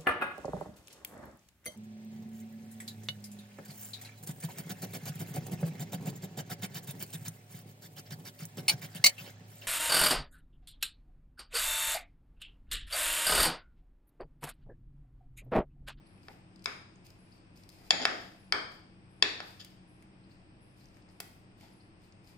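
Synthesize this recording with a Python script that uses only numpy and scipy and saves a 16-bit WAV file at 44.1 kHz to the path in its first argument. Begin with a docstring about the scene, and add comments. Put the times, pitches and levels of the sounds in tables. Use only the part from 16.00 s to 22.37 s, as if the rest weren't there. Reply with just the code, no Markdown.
"""Cutting a pizza on a plate

A steel cutting wheel works through a pizza crust and knocks on the plate below, close to a stereo microphone.
Knocks are sums of decaying plate modes; crumbs snap as filtered noise bursts and crackle as sparse clicks.
The plate drags on the counter, the wheel skids on the glaze, and the hard kitchen echoes them by random taps.
A fan hums as wandering tones in room noise, under two insects of narrow-band noise and a small chirping bird.
"""
import sys
import numpy as np
from scipy import signal
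from scipy.fft import rfft, irfft
from scipy.io import wavfile
from scipy.ndimage import uniform_filter1d, minimum_filter1d

SR = 44100
rng = np.random.default_rng(int(sys.argv[2]) if len(sys.argv) > 2 else 0)


def log_audio(samples):
    """Write samples as a 16-bit WAV file to the path given in sys.argv[1]."""
    # one column per channel
    frames = np.atleast_2d(samples).T
    # limit to full scale, then quantise
    limited = np.clip(frames, -1, 1)
    pcm = np.round(limited * 32767).astype(np.int16)
    wavfile.write(sys.argv[1], SR, pcm)


def nominal_scale(level):
    """Amplitude ratio for a level in decibels (scalar or array-like)."""
    x = np.asarray(level, float) / 20
    return 10 ** x


N = 280917

# crust giving way under the wheel; the 19 ms row is one sharp bright tick:
# start_s, length_s, crackle_db, rise (share of the length)
CRUST_STROKES = [(0.212, 0.15, -79.5, .8), (0.639, 0.019, -61, 0.24), (1.04, 0.081, -75, .15),
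                 (1.184, 0.21, -87, 0.89), (1.548, 0.12, -76.5, 0.16), (1.693, 0.373, -77, 0.047),
                 (1.834, 0.059, -76.5, 0.69), (2.08, .42, -78, .3), (2.68, .11, -79.5, 0.62),
                 (3.27, 0.091, -76.5, .2), (3.41, 0.21, -72.5, 0.313), (3.59, 0.16, -77.5, .1),
                 (3.99, .05, -93.5, .5), (4.286, 0.071, -84.5, 0.43), (4.755, 0.17, -81.5, 0.24),
                 (4.9, .14, -86.5, .5), (5.08, 0.066, -83.5, .6), (5.49, .05, -92.5, .5),
                 (5.56, .21, -79, .3), (5.99, .13, -83.5, .45), (6.23, .11, -77.5, 0.64)]


def evened(x):
    """Power normalisation: scales to rms 1."""
    return x / np.sqrt(np.mean(x ** 2) + 1e-20)


def read(points, hz):
    """Spectral interpolation: value of a table on a log-frequency axis."""
    f, value = np.transpose(points)
    return np.interp(np.log(hz + 1), np.log(f + 1), value)


def add(mix, start_s, sound):
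    """Superposition: mixes a sound in at a given time."""
    part = mix[..., round(start_s * SR):][..., :sound.shape[-1]]
    part += sound[..., :part.shape[-1]]


def coloured(x, gain):
    """Linear filtering: multiplies the spectrum by a gain that is a function of Hz."""
    hz = np.fft.rfftfreq(x.shape[-1], 1 / SR)
    return irfft(rfft(x) * gain(hz), x.shape[-1])


def peak(hz, centre_hz, width_hz):
    """Resonance: gain of one smooth band, 1 at its centre."""
    return 1 / np.sqrt(1 + (2 * (hz - centre_hz) / width_hz) ** 4)


def envelope(rows, ends_db):
    """Amplitude modulation: each row runs from a start level through its own to an end level."""
    out = np.zeros(N)
    for start_s, length_s, level_db, rise in rows:
        u = np.arange(0, 1, 1 / (length_s * SR))
        shape_db = np.interp(u, [0, np.clip(rise, .01, .99), 1], [ends_db[0], 0, ends_db[1]])
        tapered = nominal_scale(level_db + shape_db) * signal.windows.tukey(len(u), .2)
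        add(out, start_s, tapered)
    return out


def grains(per_s, spread_db, wide):
    """Shot noise: sparse clicks of random sign in two channels; a few are large."""
    present = rng.random(N) < per_s / SR
    size = nominal_scale(spread_db * np.minimum(rng.exponential(1, N), 4)) * present
    near, far = size * rng.standard_normal((2, N))
    return np.array([near + wide * far, near - wide * far])


def air():
    """Partly coherent noise: room noise and hums, near mono in the bass, unrelated in the treble."""
    # spectrum of the room noise: frequency_hz, density_db (per Hz, relative)
    noise_spectrum = [(12, -32), (20, -2), (54, -7.5), (184, -5), (315, -10), (446, -15.5), (804, -16),
                      (1270, -21.5), (2610, -23.5), (4110, -33.5), (5100, -30.5), (6660, -44.5),
                      (8470, -37.5), (9430, -54), (12000, -71), (15600, -99), (22000, -120)]
    # coherence of the two channels: frequency_hz, likeness (-1 to 1)
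    likeness = [(60, 0.57), (150, 1), (380, 0.74), (950, -0.19), (2380, -0.3), (5980, 0.11), (15000, -0.03)]
    # balance: frequency_hz, left_minus_right_db
    balance = [(60, 3.5), (240, -1), (950, 2.0), (3770, 4), (15000, -5.5)]
    # narrow steady bands, the highest a far insect: centre_hz, width_hz, rms_db
    steady_bands = [(320.5, 34, -73.5), (2510, 230, -90.5), (5000, 460, -92.5), (8500, 500, -84)]
    hz = np.fft.rfftfreq(N, 1 / SR)
    left, other = rfft(rng.standard_normal((2, N)))
    same = np.clip(read(likeness, hz), -1, 1)
    right = same * left + np.sqrt(1 - same ** 2) * other
    pair = np.array([left, right]) * nominal_scale(np.outer([.5, -.5], read(balance, hz)))
    out = nominal_scale(-60.5) * evened(irfft(pair * nominal_scale(read(noise_spectrum, hz)), N))
    for centre_hz, width_hz, rms_db in steady_bands:
        out += nominal_scale(rms_db) * evened(irfft(pair * peak(hz, centre_hz, width_hz), N))
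    return out


def slow_noise(row):
    """Low-pass noise: two running means leave a slow random drift of rms 1."""
    return evened(uniform_filter1d(uniform_filter1d(row, size=2500), size=2500))


def fan():
    """Frequency modulation: tones of the fan, each wandering in pitch and a little in strength."""
    # tones: frequency_hz, wander_hz (rms), level_db (mean amplitude level of the two channels)
    tones = [(49, 2, -74), (98.3, 4, -65), (127.5, 1.2, -66), (185.2, 4.5, -63)]
    phase_rad, side_db = np.array([[.15], [-.15]]), [[1.2], [-1.2]]  # left leads and is louder
    out = np.zeros((2, N))
    for hz, wander_hz, level_db in tones:
        drift, swell = (slow_noise(row) for row in rng.standard_normal((2, N)))
        turns = np.cumsum(hz + wander_hz * drift) / SR + rng.random()
        out += nominal_scale(level_db + 2.8 * swell) * np.sin(2 * np.pi * turns + phase_rad) * nominal_scale(side_db)
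    return out


def insect():
    """Narrow-band noise: a nearer insect's fuzzy whistle starts quickly and sinks through each chirp."""
    # chirps: start_s, level_db (reached at 0.3 of the length)
    chirps = [(.05, -76), (.64, -75.5), (1.176, -76.5), (1.768, -84), (2.381, -76), (3.094, -78.5),
              (3.868, -76), (4.6, -76), (5.1, -82), (5.71, -76.5)]
    # chirp level at its start and end, relative to level_db: start_db, end_db
    chirp_ends = (2.5, -6.5)
    noise = rng.standard_normal((2, N))
    whistle = evened(coloured(noise, lambda f: peak(f, centre_hz=10700, width_hz=300)))
    rows = [(start_s, 0.2, level_db, 0.3) for start_s, level_db in chirps]
    return whistle * envelope(rows, chirp_ends)


def bird():
    """Frequency glide: a small bird outside gives quick, scratchy rising chirps."""
    # chirps: start_s, level_db
    peeps = [(.055, -69), (1.311, -62.5), (4.23, -70), (4.3, -65.5), (4.8, -68), (5.795, -65), (6.03, -74),
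             (6.265, -73)]
    end_hz, length_s = 5000, 0.028  # the glide approaches end_hz
    t, out = np.arange(round(length_s * SR)) / SR, np.zeros(N)
    for start_s, level_db in peeps:
        glide = 1 - .32 * np.exp(-t / .012)
        scratch = 1 + .06 * evened(uniform_filter1d(rng.standard_normal(len(t)), size=40))
        turns = np.cumsum(end_hz * glide * scratch) / SR
        add(out, start_s, nominal_scale(level_db) * np.sin(2 * np.pi * turns) * np.hanning(len(t)))
    return np.array([out, out])


def kitchen(x):
    """Reverberation: sparse taps of random sign, each band dying at its own speed, other taps for each ear."""
    # decay of the echo: frequency_hz, t60_s
    decay = [(250, .6), (700, .6), (2000, 0.52), (5000, 0.61), (9000, 0.5), (15000, 0.54)]
    # colour of the echo: frequency_hz, gain_db
    colour = [(200, 5.5), (700, 2.5), (2000, 4), (5000, -5.5), (7000, -2.5), (12000, -3.5)]
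    taps = np.zeros((2, SR))
    at = np.arange(160, SR - 20, 20) + rng.integers(0, 20, (2, (SR - 161) // 20))
    np.put_along_axis(taps, at, rng.choice([-1., 1.], at.shape), 1)
    hz, t, z = signal.stft(taps, SR, nperseg=256)
    same = 1 / (1 + (hz[:, None] / 450) ** 2)  # long waves reach both openings alike
    z[1] = same * z[0] + np.sqrt(1 - same ** 2) * z[1]
    tail_db = read(colour, hz)[:, None] - 60 * t / read(decay, hz)[:, None]
    tail = signal.istft(z * nominal_scale(tail_db), SR, nperseg=256)[1]
    return signal.fftconvolve(x, tail / np.linalg.norm(tail[0]), axes=1)[:, :N]


def ports(x):
    """Interaural-like differences: the microphone's two openings hear with their own colour and phase."""
    # openings: frequency_hz, left_minus_right_db, left_lead_rad
    openings = [(0, 0.5, 0.84), (499.06, 1, 0.65), (1190, 3.5, 1.6), (2200, 0.5, 0.91), (3100, 1, 1.9),
                (4100, 2.5, 1.5), (5000, 12, 0.14), (5600, 3.5, 0.62), (6250, -9, 1.7), (7100, -8, 0.19),
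                (8500, 2.5, 1.4), (9300, -5.5, 0.6), (12500, 0, 0.076)]
    hz, lean_db, lead_rad = np.transpose(openings)
    side = np.array([[.5], [-.5]])

    def response(f):
        return nominal_scale(side * np.interp(f, hz, lean_db)) * np.exp(1j * side * np.interp(f, hz, lead_rad))
    return coloured(x, response)


def drag():
    """Stick-slip friction: clicks of the plate's foot, rung through the counter's resonances."""
    # plate dragging on the counter: start_s, length_s, level_db, rise (share of the length)
    slides = [(.284, .07, -52.5, 0.055), (.66, .1, -50, 0.028), (1.74, 0.18, -63, .6),
              (1.925, 0.08, -36, 0.12), (1.995, 0.075, -34, 0.12), (2.052, .25, -41, 0.025),
              (2.526, .12, -43, 0.048), (3.403, 0.077, -50, .05), (4.79, 0.045, -74, .3),
              (4.955, .04, -65.5, .4), (5.075, .04, -63.5, .35), (5.6, 0.13, -61, .35),
              (6.26, 0.092, -69.5, 0.49)]
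    # resonances of the counter: centre_hz, width_hz, gain_db
    resonances = [(230, 80, -7.5), (380, 180, -7.5), (550, 48, -8), (718.4, 120, -2), (847.5, 210, -7),
                  (1400, 260, -15), (2000, 370, -8)]
    # level at both ends of a slide, relative to level_db: start_db, end_db
    slide_ends = (-12.5, -27)

    def body(f):
        return sum(nominal_scale(gain_db) * peak(f, hz, width_hz) for hz, width_hz, gain_db in resonances)
    slips = grains(per_s=3300, spread_db=2.5, wide=0.25)
    return evened(coloured(slips, body)) * envelope(slides, slide_ends)


def scrape():
    """Forced modal vibration: the steel edge skids on the glaze in dense tiny blows to the upper modes."""
    # wheel skidding on the glaze: start_s, length_s, level_db, rise (share of the length)
    skids = [(1.99, 0.082, -38, .4), (2.08, 0.22, -51.5, .1), (3.592, .045, -46.5, 0.29),
             (5.58, 0.1615, -67.5, 0.26)]
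    # level at both ends of a skid, relative to level_db: start_db, end_db
    skid_ends = (-13.5, -14)
    blows = grains(per_s=4000, spread_db=2.2, wide=.6)
    ring = knock("far rim", 0, 3.4, damping=2.2)
    skidding = signal.oaconvolve(blows, ring[None], axes=1)[:, :N]
    return evened(skidding) * envelope(skids, skid_ends)


def crackle():
    """Brittle fracture as shot noise: many tiny breaks of the crust, bright and dense."""
    # spectrum of the fractures: frequency_hz, gain_db
    fracture_spectrum = [(1410, -32.5), (2400, -4.5), (3070, -10), (4980, -2.5), (6220, -12), (11700, -13),
                         (12900, -14), (14300, -9.5), (16000, -27.5)]
    # level at both ends of a stroke, relative to crackle_db: start_db, end_db
    stroke_ends = (-10, -18.5)
    clicks = grains(per_s=6000, spread_db=2.0, wide=0.74)
    fine = coloured(clicks, lambda f: nominal_scale(read(fracture_spectrum, f)))
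    # the stroke levels refer to this treble band, both channels averaged
    top = coloured(fine, lambda f: (f > 11400) & (f < 15500))
    return fine / np.std(top.mean(0)) * envelope(CRUST_STROKES, stroke_ends)


def faint(top_db):
    """Random point process: rows of faint snaps, about 10 a second, scattered over the strokes."""
    # the two pitches of faint snaps: low_hz, high_hz
    snap_hz = (2030, 5000)
    rows = []
    for start_s, length_s, *_ in CRUST_STROKES:
        for chance, at, size, pitch in rng.random((4, 4)):  # four candidates a stroke
            if chance < 10 * length_s / 4:
                rows.append((start_s + length_s * at, top_db - 8 * size, snap_hz[int(pitch > .4)]))
    return rows


def ticks():
    """Impulsive excitation: each snap or crack is a brief noise burst, partly gathered around its own pitch."""
    # crumbs and flakes snapping, and the bright crack of the 5.2 s knock:
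    # start_s, level_db (nominal peak), centre_hz
    single_ticks = [(0.1785, -56, 2300), (0.2319, -56, 4700), (0.56, -50.5, 4470), (0.594, -55, 4870),
                    (0.623, -53, 5060), (0.957, -57, 6800), (1.0667, -49, 4630), (1.104, -49, 5000),
                    (1.5742, -51, 5200), (1.636, -50.5, 5000), (1.6913, -43, 4830), (1.7011, -50, 4900),
                    (2.719, -50, 2350), (3.6475, -38.5, 4783), (4.0246, -50, 2046), (4.8567, -52.5, 5480),
                    (4.9697, -53.5, 1986), (5.0894, -56.5, 4960), (5.203, -26.5, 4660),
                    (5.6103, -49.5, 2140), (6.124, -53, 4900), (6.2737, -52.5, 4770)]
    faint_db = -57
    out, t = np.zeros((2, N + 1024)), np.arange(-256, 768) / SR
    decay = nominal_scale(-60 * abs(t) / np.where(t < 0, .003, .018))  # 60 dB up in 3 ms, down in 18 ms
    for start_s, level_db, hz in single_ticks + faint(faint_db):
        broad_db = -15 + 0.36 * (level_db - faint_db)  # harder ticks are broader
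        top_hz = np.clip(8995 + 700 * (level_db + 55), 7000, 17000)  # and reach higher
        burst = rng.standard_normal((2, 1024)) * decay
        burst = burst + .7 * burst[::-1]  # the channels share part of the noise

        def gain(f):
            return peak(f, hz, 1000) + nominal_scale(broad_db) * peak(f, top_hz / 2, top_hz - 1500)
        burst = coloured(burst, gain)
        onset_rms = burst[:, 256:356].std()
        add(out, start_s + t[0], nominal_scale(level_db - 9) * burst / onset_rms)
    return out[:, :N]


def knock(place, level_db, tilt_db, damping=1):
    """Modal synthesis: the plate's modes, set off by a contact that builds up over 0.74 ms."""
    # where the plate is struck, in the order of the last columns of the modes
    places = ["far rim", "near rim", "middle", "well", "dough"]
    # modes of the plate: frequency_hz, t60_s (at damping 1), then level_db (before tilt) at each place
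    modes = [(419, 0.023, -21.5, -12, -17, -9.5, -7), (720, 0.023, -9, -15, -9.5, -15.5, -17.5),
             (913, 0.012, -15.5, -29, -9, -8.5, -2.5), (1057, 0.016, -12, -7, -10.5, -6, 0),
             (1384, 0.0095, -14.5, -26, -0.5, 4.5, 9), (1784, 0.017, -6, -2.5, -5, -4, -1),
             (2276, .02, -16.5, -25, -12, -2.5, 3), (2623, 0.016, -7.5, -3, -7.5, -14, -3),
             (3182, 0.022, -6, -7.5, -11.5, -5, -12.5), (3460, 0.01, 3.5, 7, -10, -15, 3),
             (3816, .014, -15.5, -5.5, -9, -15, 2.5), (4547, 0.011, 1.5, 4, -4.5, 1.5, -33),
             (4980, 0.011, -2.5, -10.5, -7.5, -3, 8), (5384.6, 0.015, -9, -4.5, -8.5, -8, 0),
             (6280, 0.016, -30, -37.5, -28.5, -21.5, -10), (6856, 0.015, -10.5, -15.5, -24, -38, -33),
             (6940, 0.017, -32.5, -35.5, -36.5, -46.5, -14), (8140, 0.013, -28, -22.5, -25.5, -21, -12),
             (8900, 0.0079, -36.5, -32.5, -21, -27, -16), (9770, 0.027, -30, -34, -43, -49, -28.5),
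             (10300, 0.023, -42.5, -39.5, -38, -39.5, -22.5),
             (11100, 0.0086, -43, -41.5, -33.5, -30.5, -43), (13200, .01, -41.5, -44, -33, -33.5, -27)]
    t, out = np.arange(3000) / SR, np.zeros(3000)
    for k, (hz, t60, *place_db) in enumerate(modes):
        mode_db = place_db[places.index(place)] + tilt_db * np.log2(hz / 2000)
        # neighbouring modes start in opposite directions
        turns = hz * t + k / 2 + 0.36 * rng.random()
        out += nominal_scale(mode_db - 60 * damping * t / t60) * np.sin(2 * np.pi * turns)
    return nominal_scale(level_db) * out * np.minimum(t / 0.00074, 1) ** 2


def knocks():
    """Impact and radiation: the wheel meets the plate; returns the direct sound and the room send."""
    # blows: start_s, place, level_db, tilt_db (per octave), send_db (before a common lift of 6 dB)
    blows = [(0.2839, "middle", -37.5, -2.5, -11.5), (0.6585, "dough", -29, 1, -5),
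             (1.9071, "far rim", -6.5, 1.5, -10), (2.0533, "middle", -11, 1, -7.5),
             (2.524, "well", -17.5, 2.5, -3.5), (3.225, "near rim", -9, 1.5, -9),
             (3.4037, "middle", -29.5, -1, -7), (5.202, "middle", -34.5, -4, -11)]
    direct, send = np.zeros((2, 2, N))
    for start_s, *blow, send_db in blows:
        add(direct, start_s - .0006, knock(*blow))
        # the walls hear the plate from all sides, which blurs its modes
        add(send, start_s - .0006, nominal_scale(send_db + 6) * knock(*blow, damping=1.975))
    return direct, send


def scene():
    """Superposition of close sounds, their echo in the kitchen, and the background."""
    crumbs, close, peeps = crackle(), ticks() + drag() + scrape(), bird()
    direct, knock_send = knocks()
    send = nominal_scale(1.0) * crumbs + nominal_scale(-6.0) * close + nominal_scale(1.5) * peeps + knock_send
    heard = ports(close + direct + crumbs + peeps + kitchen(send))
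    return heard + air() + fan() + insect()


def gate(x, floor_db=-106, from_hz=3600):
    """Spectral gating: treble bands under a fixed level are turned down, by up to 25 dB, while they stay there."""
    hz, _, z = signal.stft(x, SR, nperseg=1024)
    bins = abs(z[:, :512]) ** 2
    power = bins.mean(0).reshape(64, 8, -1).mean(1)  # 64 bands of 8 bins
    level_db = 10 * np.log10(uniform_filter1d(power, size=7, axis=1) + 1e-20)
    under_db = floor_db - np.repeat(level_db, 8, axis=0)
    shut = np.clip(under_db / 1.5, 0, 1) * (hz[:512, None] > from_hz)
    z = np.concatenate([z[:, :512] * nominal_scale(-25 * shut), z[:, 512:]], axis=1)
    return signal.istft(z, SR, nperseg=1024)[1][:, :N]


def limit(x, ceiling=.86):
    """Peak limiting: a fast gain holds the loudest knocks under the ceiling, both channels together."""
    gain = np.minimum(ceiling / (abs(x).max(0) + 1e-9), 1)
    gain = minimum_filter1d(gain, size=41)
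    return x * uniform_filter1d(gain, size=41)


def top_cut(x):
    """Nothing passes above the cut-off."""
    return signal.sosfilt(signal.butter(12, 16600, fs=SR, output="sos"), x)


def record(dry):
    """Band limitation: the quiet treble is gated, peaks are limited, and a low-pass cuts at 16450 Hz."""
    limited = limit(gate(dry))
    low_pass = signal.firwin(255, 16450, fs=SR)
    mix = signal.oaconvolve(limited, low_pass[None], "same", axes=1)
    return top_cut(mix)


dry = scene()
out = record(dry)
log_audio(out)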